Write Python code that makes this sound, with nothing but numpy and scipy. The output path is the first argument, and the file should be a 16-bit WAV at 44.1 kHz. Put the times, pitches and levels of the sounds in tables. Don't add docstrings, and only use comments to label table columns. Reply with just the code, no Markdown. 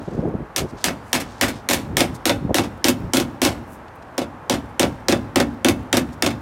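import sys
import numpy as np
from scipy import signal
from scipy.fft import rfft, irfft
from scipy.io import wavfile
from scipy.ndimage import uniform_filter1d

SR = 44100
rng = np.random.default_rng(int(sys.argv[2]) if len(sys.argv) > 2 else 0)


def wav_record(signal):
    frames = np.transpose(np.atleast_2d(signal))
    bounded = np.clip(frames, -1, 1)
    quanta = np.round(bounded * 32767).astype(np.int16)
    wavfile.write(sys.argv[1], SR, quanta)


N = 282681


def hammering():
    # start in seconds, strength in dB, factor on clatter length.
    blows = [(0.5612, -7.5, 1), (0.841, -4, 1.08), (1.1295, -4.5, 1.14), (1.4113, -4, 1.37),
             (1.6878, -6.5, 1.8), (1.9684, -4, 1.52), (2.2544, -5, 1.33), (2.5435, -5.5, 1.4),
             (2.8422, -3.5, 1.2), (3.1344, -5.5, 1.4), (3.4168, -6, 1.71), (4.1792, -10, 0.65),
             (4.4965, -6, 1.23), (4.795, -3, 1.13), (5.0833, -5, 1.27), (5.3581, -3, 1), (5.646, -3, 1.01),
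             (5.9278, -3, 1.17), (6.2227, -4.5, 1)]
    # start in seconds, strength in dB,
    # brightness in dB per doubling of (frequency + 2 kHz), added to that of the seam.
    rebounds = [(0.5791, -9, -2), (0.8818, -11, -10), (1.1494, -8, -6.5), (1.2, -14.5, -1),
                (1.4309, -7.5, -8), (1.4806, -13.5, 0), (1.7086, -8, -5.5), (1.732, -5, 1),
                (2.0049, -1.5, -4), (2.2941, -3, -7.5), (2.583, -4.5, -8), (2.6343, -17.5, -6),
                (2.8829, -1.5, 1.5), (3.1689, -5, -1), (3.1985, -9.5, -3), (3.449, -4, -1),
                (3.4688, -11.5, -2), (4.2141, -18.5, -3.5), (4.5371, -15, -1.5), (4.8292, -6.5, -7.5),
                (5.1227, -5, -5), (5.4001, -4.5, -0.5), (5.6845, -4, 3), (5.9691, -4, 2.5),
                (6.2623, -5, -1.5), (6.3006, -18.5, -1.5)]
    rebound_length = 0.79
    out = np.zeros(N)
    hammer, dolly, panel = rng.standard_normal((3, SR * 3 // 4))
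    for start_s, db, length in blows:
        blow = strike((start_s, db, length), hammer, panel,
                      crack_db=0.7, clatter_db=-6, boom_db=-3.0, sheet_db=-27.5,
                      crack_s=0.002, spread_s=0.02, backing_db=0, hardness_db=-1)
        add(out, start_s, blow)
    for start_s, db, bright_db in rebounds:
        rebound = strike((start_s, db, rebound_length), dolly, panel,
                         crack_db=-4.5, clatter_db=-10.5, boom_db=-7.5, sheet_db=-28,
                         crack_s=0.003, spread_s=0.0061, backing_db=4.5, hardness_db=bright_db)
        add(out, start_s, rebound)
    return out


def strike(row, contact, panel, crack_db, clatter_db, boom_db, sheet_db,
           crack_s, spread_s, backing_db, hardness_db):
    # frequency in Hz, relative level in dB, 60 dB decay time in seconds.
    cab_modes = [(104, -18, 1), (143, -16, .25), (207, -15, .42), (222, -13, .5), (237, -9, .55),
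                 (249, -6, .42), (262, -7, .33), (275, -7, .34), (288, -7, .42), (316, -20, .7),
                 (334, -9, .36), (347, -2.5, .24), (364, -8, .2), (478, -12, .18), (505, -12, .16),
                 (548, -8.5, .19), (568, -6.5, .19), (660, -17, .22), (712, -14, .22), (790, -12, .21),
                 (937, -20, .2), (1082, -18, .2), (1452, -19, .2)]
    # frequency in Hz, relative level in dB, 60 dB decay time in seconds.
    sheet_modes = [(1343, -6, .2), (2140, -6, .13), (2216, 0, .17), (2625, -3, .17), (2947, -4, .15),
                   (3400, -2, .12), (3570, -1, .15), (4820, -6, .1), (5130, -5, .11), (6050, -6, .1),
                   (8300, -6, .08)]
    # frequency in Hz, relative spectral density in dB per Hz.
    crack_colour = [(60, -18), (300, -30), (800, 6), (1050, -2.5), (1500, 2.5), (3500, 1.5), (6000, 0),
                    (7200, -3.5), (8600, -4.5), (12000, -9), (16000, -12)]
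    # frequency in Hz, relative spectral density in dB per Hz.
    clatter_colour = [(30, -19), (65, -4.5), (150, -3), (280, 8.5), (420, 3), (650, 2), (1050, -3),
                      (2400, -2), (4000, -4.5), (6500, -7.5), (9500, -10), (12500, -14), (16000, -23.5)]
    # frequency in Hz, 60 dB decay time in seconds for a length factor of 1.
    clatter_t60 = [(60, 1), (250, 0.2), (700, 0.2), (2500, 0.14), (6000, 0.12), (15000, 0.11)]
    # time in seconds,
    # relative boom of the cab in dB, brightness in dB per doubling of (frequency + 2 kHz),
    # lift of the cab modes near 650 Hz in dB, lift of crack and clatter near 1.9 kHz in dB.
    seam = [(.7, -25, 3.5, -2, -2), (1.41, -20.5, 2, 10, 3.5), (1.69, -18, 3, 5, -1), (2.2, -15, 3, 9, 0.5),
            (3.2, -9, 2.4, -5, -2.5), (4.2, -10, 0, 10.5, -4), (4.5, -13, -1, 7, -2.5),
            (4.8, -11.5, 0.9, 7, -2), (5.5, -7.5, -1.5, 2, 1), (6.2, -13.5, -.5, -3, -2)]

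    start_s, db, length = row
    t = np.arange(len(panel)) / SR
    seam_s, *seam_columns = np.transpose(seam)
    boom, bright_db, knock_db, clang_db = (np.interp(start_s, seam_s, column) for column in seam_columns)
    boom = boom + backing_db
    bright_db = bright_db + hardness_db

    common = .7
    fresh = rng.standard_normal((2, len(t)))
    contact, panel = common * np.array([contact, panel]) + np.sqrt(1 - common ** 2) * fresh

    drum_growth, drum_hz = 0.3, 150

    def tone(hz):
        backed_bass_db = 0.16 * (boom + 11) / (1 + (hz / 650) ** 2)
        drum_db = drum_growth * (db + 5) / (1 + (hz / drum_hz) ** 4)
        tilt_db = bright_db * np.log2((hz + 2000) / 6000)
        return amp(tilt_db + backed_bass_db + drum_db + clang_db * hump(hz, 1890, 0.4))

    spot_db, crowd_db, crowd_hz = 1.5, 2.5, 110.3
    groups_hz = np.arange(1000, 17000, 400)
    groups_db = spot_db * rng.standard_normal(len(groups_hz))

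    def crack_gain(hz):
        ripple = amp(np.interp(hz, groups_hz, groups_db, left=0))
        return amp(read(crack_colour, hz)) * tone(hz) * ripple

    crack = colour(contact, crack_gain)
    crack = disperse(crack * (1 - np.exp(-t / .0003)) * np.exp(-t / crack_s), travel_s=.0012)
    soft_db, soft_s = -14.5, .003
    crack = crack * (1 - np.exp(-t / (soft_s * amp(soft_db - db) ** 2)))

    peaks_db = crowd_db * rng.standard_normal(size=256)

    def crowd_gain(hz):
        place = (hz - groups_hz[0]) / crowd_hz
        peaks = amp(np.interp(place, np.arange(len(peaks_db)), peaks_db, left=0))
        return amp(read(clatter_colour, hz)) * tone(hz) * peaks

    crowd = die_away(colour(panel, crowd_gain), clatter_t60, length)
    crowd = crowd * (1 - np.exp(-t / spread_s))
    buzz = evened(uniform_filter1d(rng.standard_normal(len(t)), size=60))
    chatter = amp(2.2 * buzz)

    sheet = amp(sheet_db) * ring(sheet_modes, t, scatter_db=3, detune=0.002)
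    shell = [(hz, level + knock_db * hump(hz, 653, 0.38), t60) for hz, level, t60 in cab_modes]
    cab = amp(boom + boom_db) * ring(shell, t, scatter_db=1.5, detune=.005)

    clatter_growth = 0.77
    direct = amp(db) * (amp(crack_db) * crack + cab)
    rattle = amp(clatter_growth * db) * (amp(clatter_db) * crowd * chatter + sheet)
    return direct + rattle


def ring(modes, t, scatter_db, detune):
    hz, db, t60 = np.transpose(modes)[:, :, None]
    strength, pitch, place = rng.standard_normal((3, len(modes), 1))
    travel_s, at_hz, scatter_rad = .015, 270, .7
    phase = scatter_rad * place - 4 * np.pi * travel_s * np.sqrt(at_hz * hz)
    fade = np.exp(-np.log(1000) * t / t60) * (1 - np.exp(-t * hz))
    sines = np.sin(2 * np.pi * hz * (1 + detune * pitch) * t + phase)
    return (amp(db + scatter_db * strength) * fade * sines).sum(0)


def disperse(x, travel_s):
    hz = np.fft.rfftfreq(len(x), 1 / SR)
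    return irfft(rfft(x) * np.exp(-4j * np.pi * travel_s * np.sqrt(1000 * hz)), len(x))


def yard(x):
    # frequency in Hz, 60 dB decay time in seconds.
    yard_t60 = [(100, 4.5), (500, 2.2), (3000, 0.97), (8000, 0.66), (15000, 0.61)]
    t = np.arange(SR) / SR
    tail = die_away(rng.standard_normal(SR), yard_t60) * (1 - np.exp(-t / 0.0023))
    return signal.fftconvolve(x, tail / np.linalg.norm(tail))[:N]


def wind():
    # middle in seconds, peak level in dB, length in seconds, corner frequency in Hz.
    gusts = [(0.014, -32, .056, 493), (0.084, -20, 0.0087, 484), (0.139, -26.5, 0.058, 417),
             (0.188, -17, 0.026, 440), (0.263, -21.5, 0.12, 470), (0.352, -20, 0.028, 423),
             (0.41, -27.5, 0.058, 356), (0.633, -22.5, .055, 407), (0.742, -30, 0.037, 367),
             (1.941, -25.5, 0.12, 310), (2.113, -28, 0.054, 282), (2.454, -21.5, 0.069, 239),
             (2.508, -17, 0.03, 545), (3.049, -27, 0.1, 302)]
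    # frequency as a multiple of the corner, relative density in dB per Hz.
    buffet_slope = [(.08, -4.5), (.3, 1.5), (.6, 1), (1, -2.5), (2, -17.5), (4, -70), (12, -73)]
    eddy_db, eddies_hz = 2.5, 44.7
    out, t = np.zeros(N), np.arange(-SR // 4, SR // 4) / SR
    for middle_s, db, length, corner_hz in gusts:
        rumble = colour(rng.standard_normal(len(t)), lambda hz: amp(read(buffet_slope, hz / corner_hz)))
        pace = colour(rng.standard_normal(len(t)), lambda hz: hump(hz, eddies_hz, 1))
        eddies = amp(eddy_db * pace)
        swell = np.exp(-np.pi * (t / length) ** 2)
        gust = evened(rumble * eddies * swell) * np.sqrt(np.mean(swell ** 2))
        add(out, middle_s + t[0], amp(db) * gust)
    return out


def shifts():
    # middle in seconds, level in dB, length in seconds, centre in Hz.
    moves = [(0.089, -57, 0.22, 3970), (0.699, -50.5, 0.019, 4870), (0.808, -46, 0.05, 3880),
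             (1.098, -57.5, 0.088, 7000), (1.332, -51.5, 0.24, 4000), (1.544, -48.5, .08, 3900),
             (2.155, -42.5, 0.017, 6000), (3.724, -53.5, 0.062, 9500), (3.886, -55, .008, 3000),
             (3.96, -56, .009, 12100), (4.028, -53, 0.0087, 3880), (6.134, -51.5, 0.017, 5570)]
    grip_per_s, grip_db, grip_s, grip_hz = 2, -62, 0.011, 7500
    grip_times = rng.uniform(0, N / SR, round(grip_per_s * N / SR))
    grip = [(middle_s, grip_db, grip_s, grip_hz) for middle_s in grip_times]
    out, t = np.zeros(N), np.arange(-SR // 4, SR // 4) / SR
    for middle_s, db, length, centre_hz in moves + grip:
        noise = rng.standard_normal(len(t))
        grain = evened(uniform_filter1d(rng.standard_normal(len(t)), size=100))
        slips = noise * amp(3 * grain)
        scuff = colour(slips, lambda hz: hump(hz, centre_hz, 0.74))
        add(out, middle_s + t[0], amp(db) * scuff * np.exp(-2 * (t / length) ** 2))
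    return out


def wash():
    # frequency in Hz, relative spectral density in dB per Hz.
    wash_colour = [(15, -62), (25, -18), (76, -5), (439, -9.5), (531, -7.5), (734, -7.5), (818, -4.5),
                   (1100, -8.5), (1290, -11), (1610, -14), (3340, -32), (4610, -38), (14000, -48),
                   (16000, -56.5)]
    level_db = -40
    swell = colour(rng.standard_normal(N), lambda hz: np.exp(-hz / 3))
    noise = colour(rng.standard_normal(N), lambda hz: amp(read(wash_colour, hz)))
    return amp(level_db + 0.23 * swell) * noise


def amp(db):
    return 10 ** (np.asarray(db) / 20)


def evened(x):
    return x / np.sqrt(np.mean(x ** 2) + 1e-20)


def read(points, hz):
    f, value = np.transpose(points)
    return np.interp(np.log(hz + 1e-6), np.log(f), value)


def hump(hz, centre_hz, octaves):
    return np.exp(-.5 * (np.log2((hz + 1) / centre_hz) / octaves) ** 2)


def colour(noise, gain):
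    hz = np.fft.rfftfreq(len(noise), 1 / SR)
    return evened(irfft(rfft(noise) * gain(hz), len(noise)))


def die_away(x, t60s, length=1):
    hz, t, z = signal.stft(x, SR, nperseg=256)
    z = z * amp(-60 * t / (length * read(t60s, hz)[:, None]))
    return signal.istft(z, SR, nperseg=256)[1][:len(x)]


def add(mix, start_s, sound):
    start = round(start_s * SR)
    sound = sound[max(-start, 0):]
    part = mix[max(start, 0):][:len(sound)]
    part += sound[:len(part)]


def scene():
    metal = hammering()
    return (metal + amp(-28) * yard(metal) + wind() + shifts() + wash())[None]


def record(dry):
    ceiling, edge_hz = .62, 16050
    high_pass = signal.butter(4, 40, "high", fs=SR, output="sos")
    sound = signal.sosfilt(high_pass, dry[0])
    held = sound / (1 + (sound / ceiling) ** 4) ** (1 / 4)
    low_pass = signal.firwin(301, edge_hz, window=("kaiser", 9), fs=SR)
    return signal.oaconvolve(held, low_pass, "same")[None]


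dry = scene()
out = record(dry)
wav_record(out)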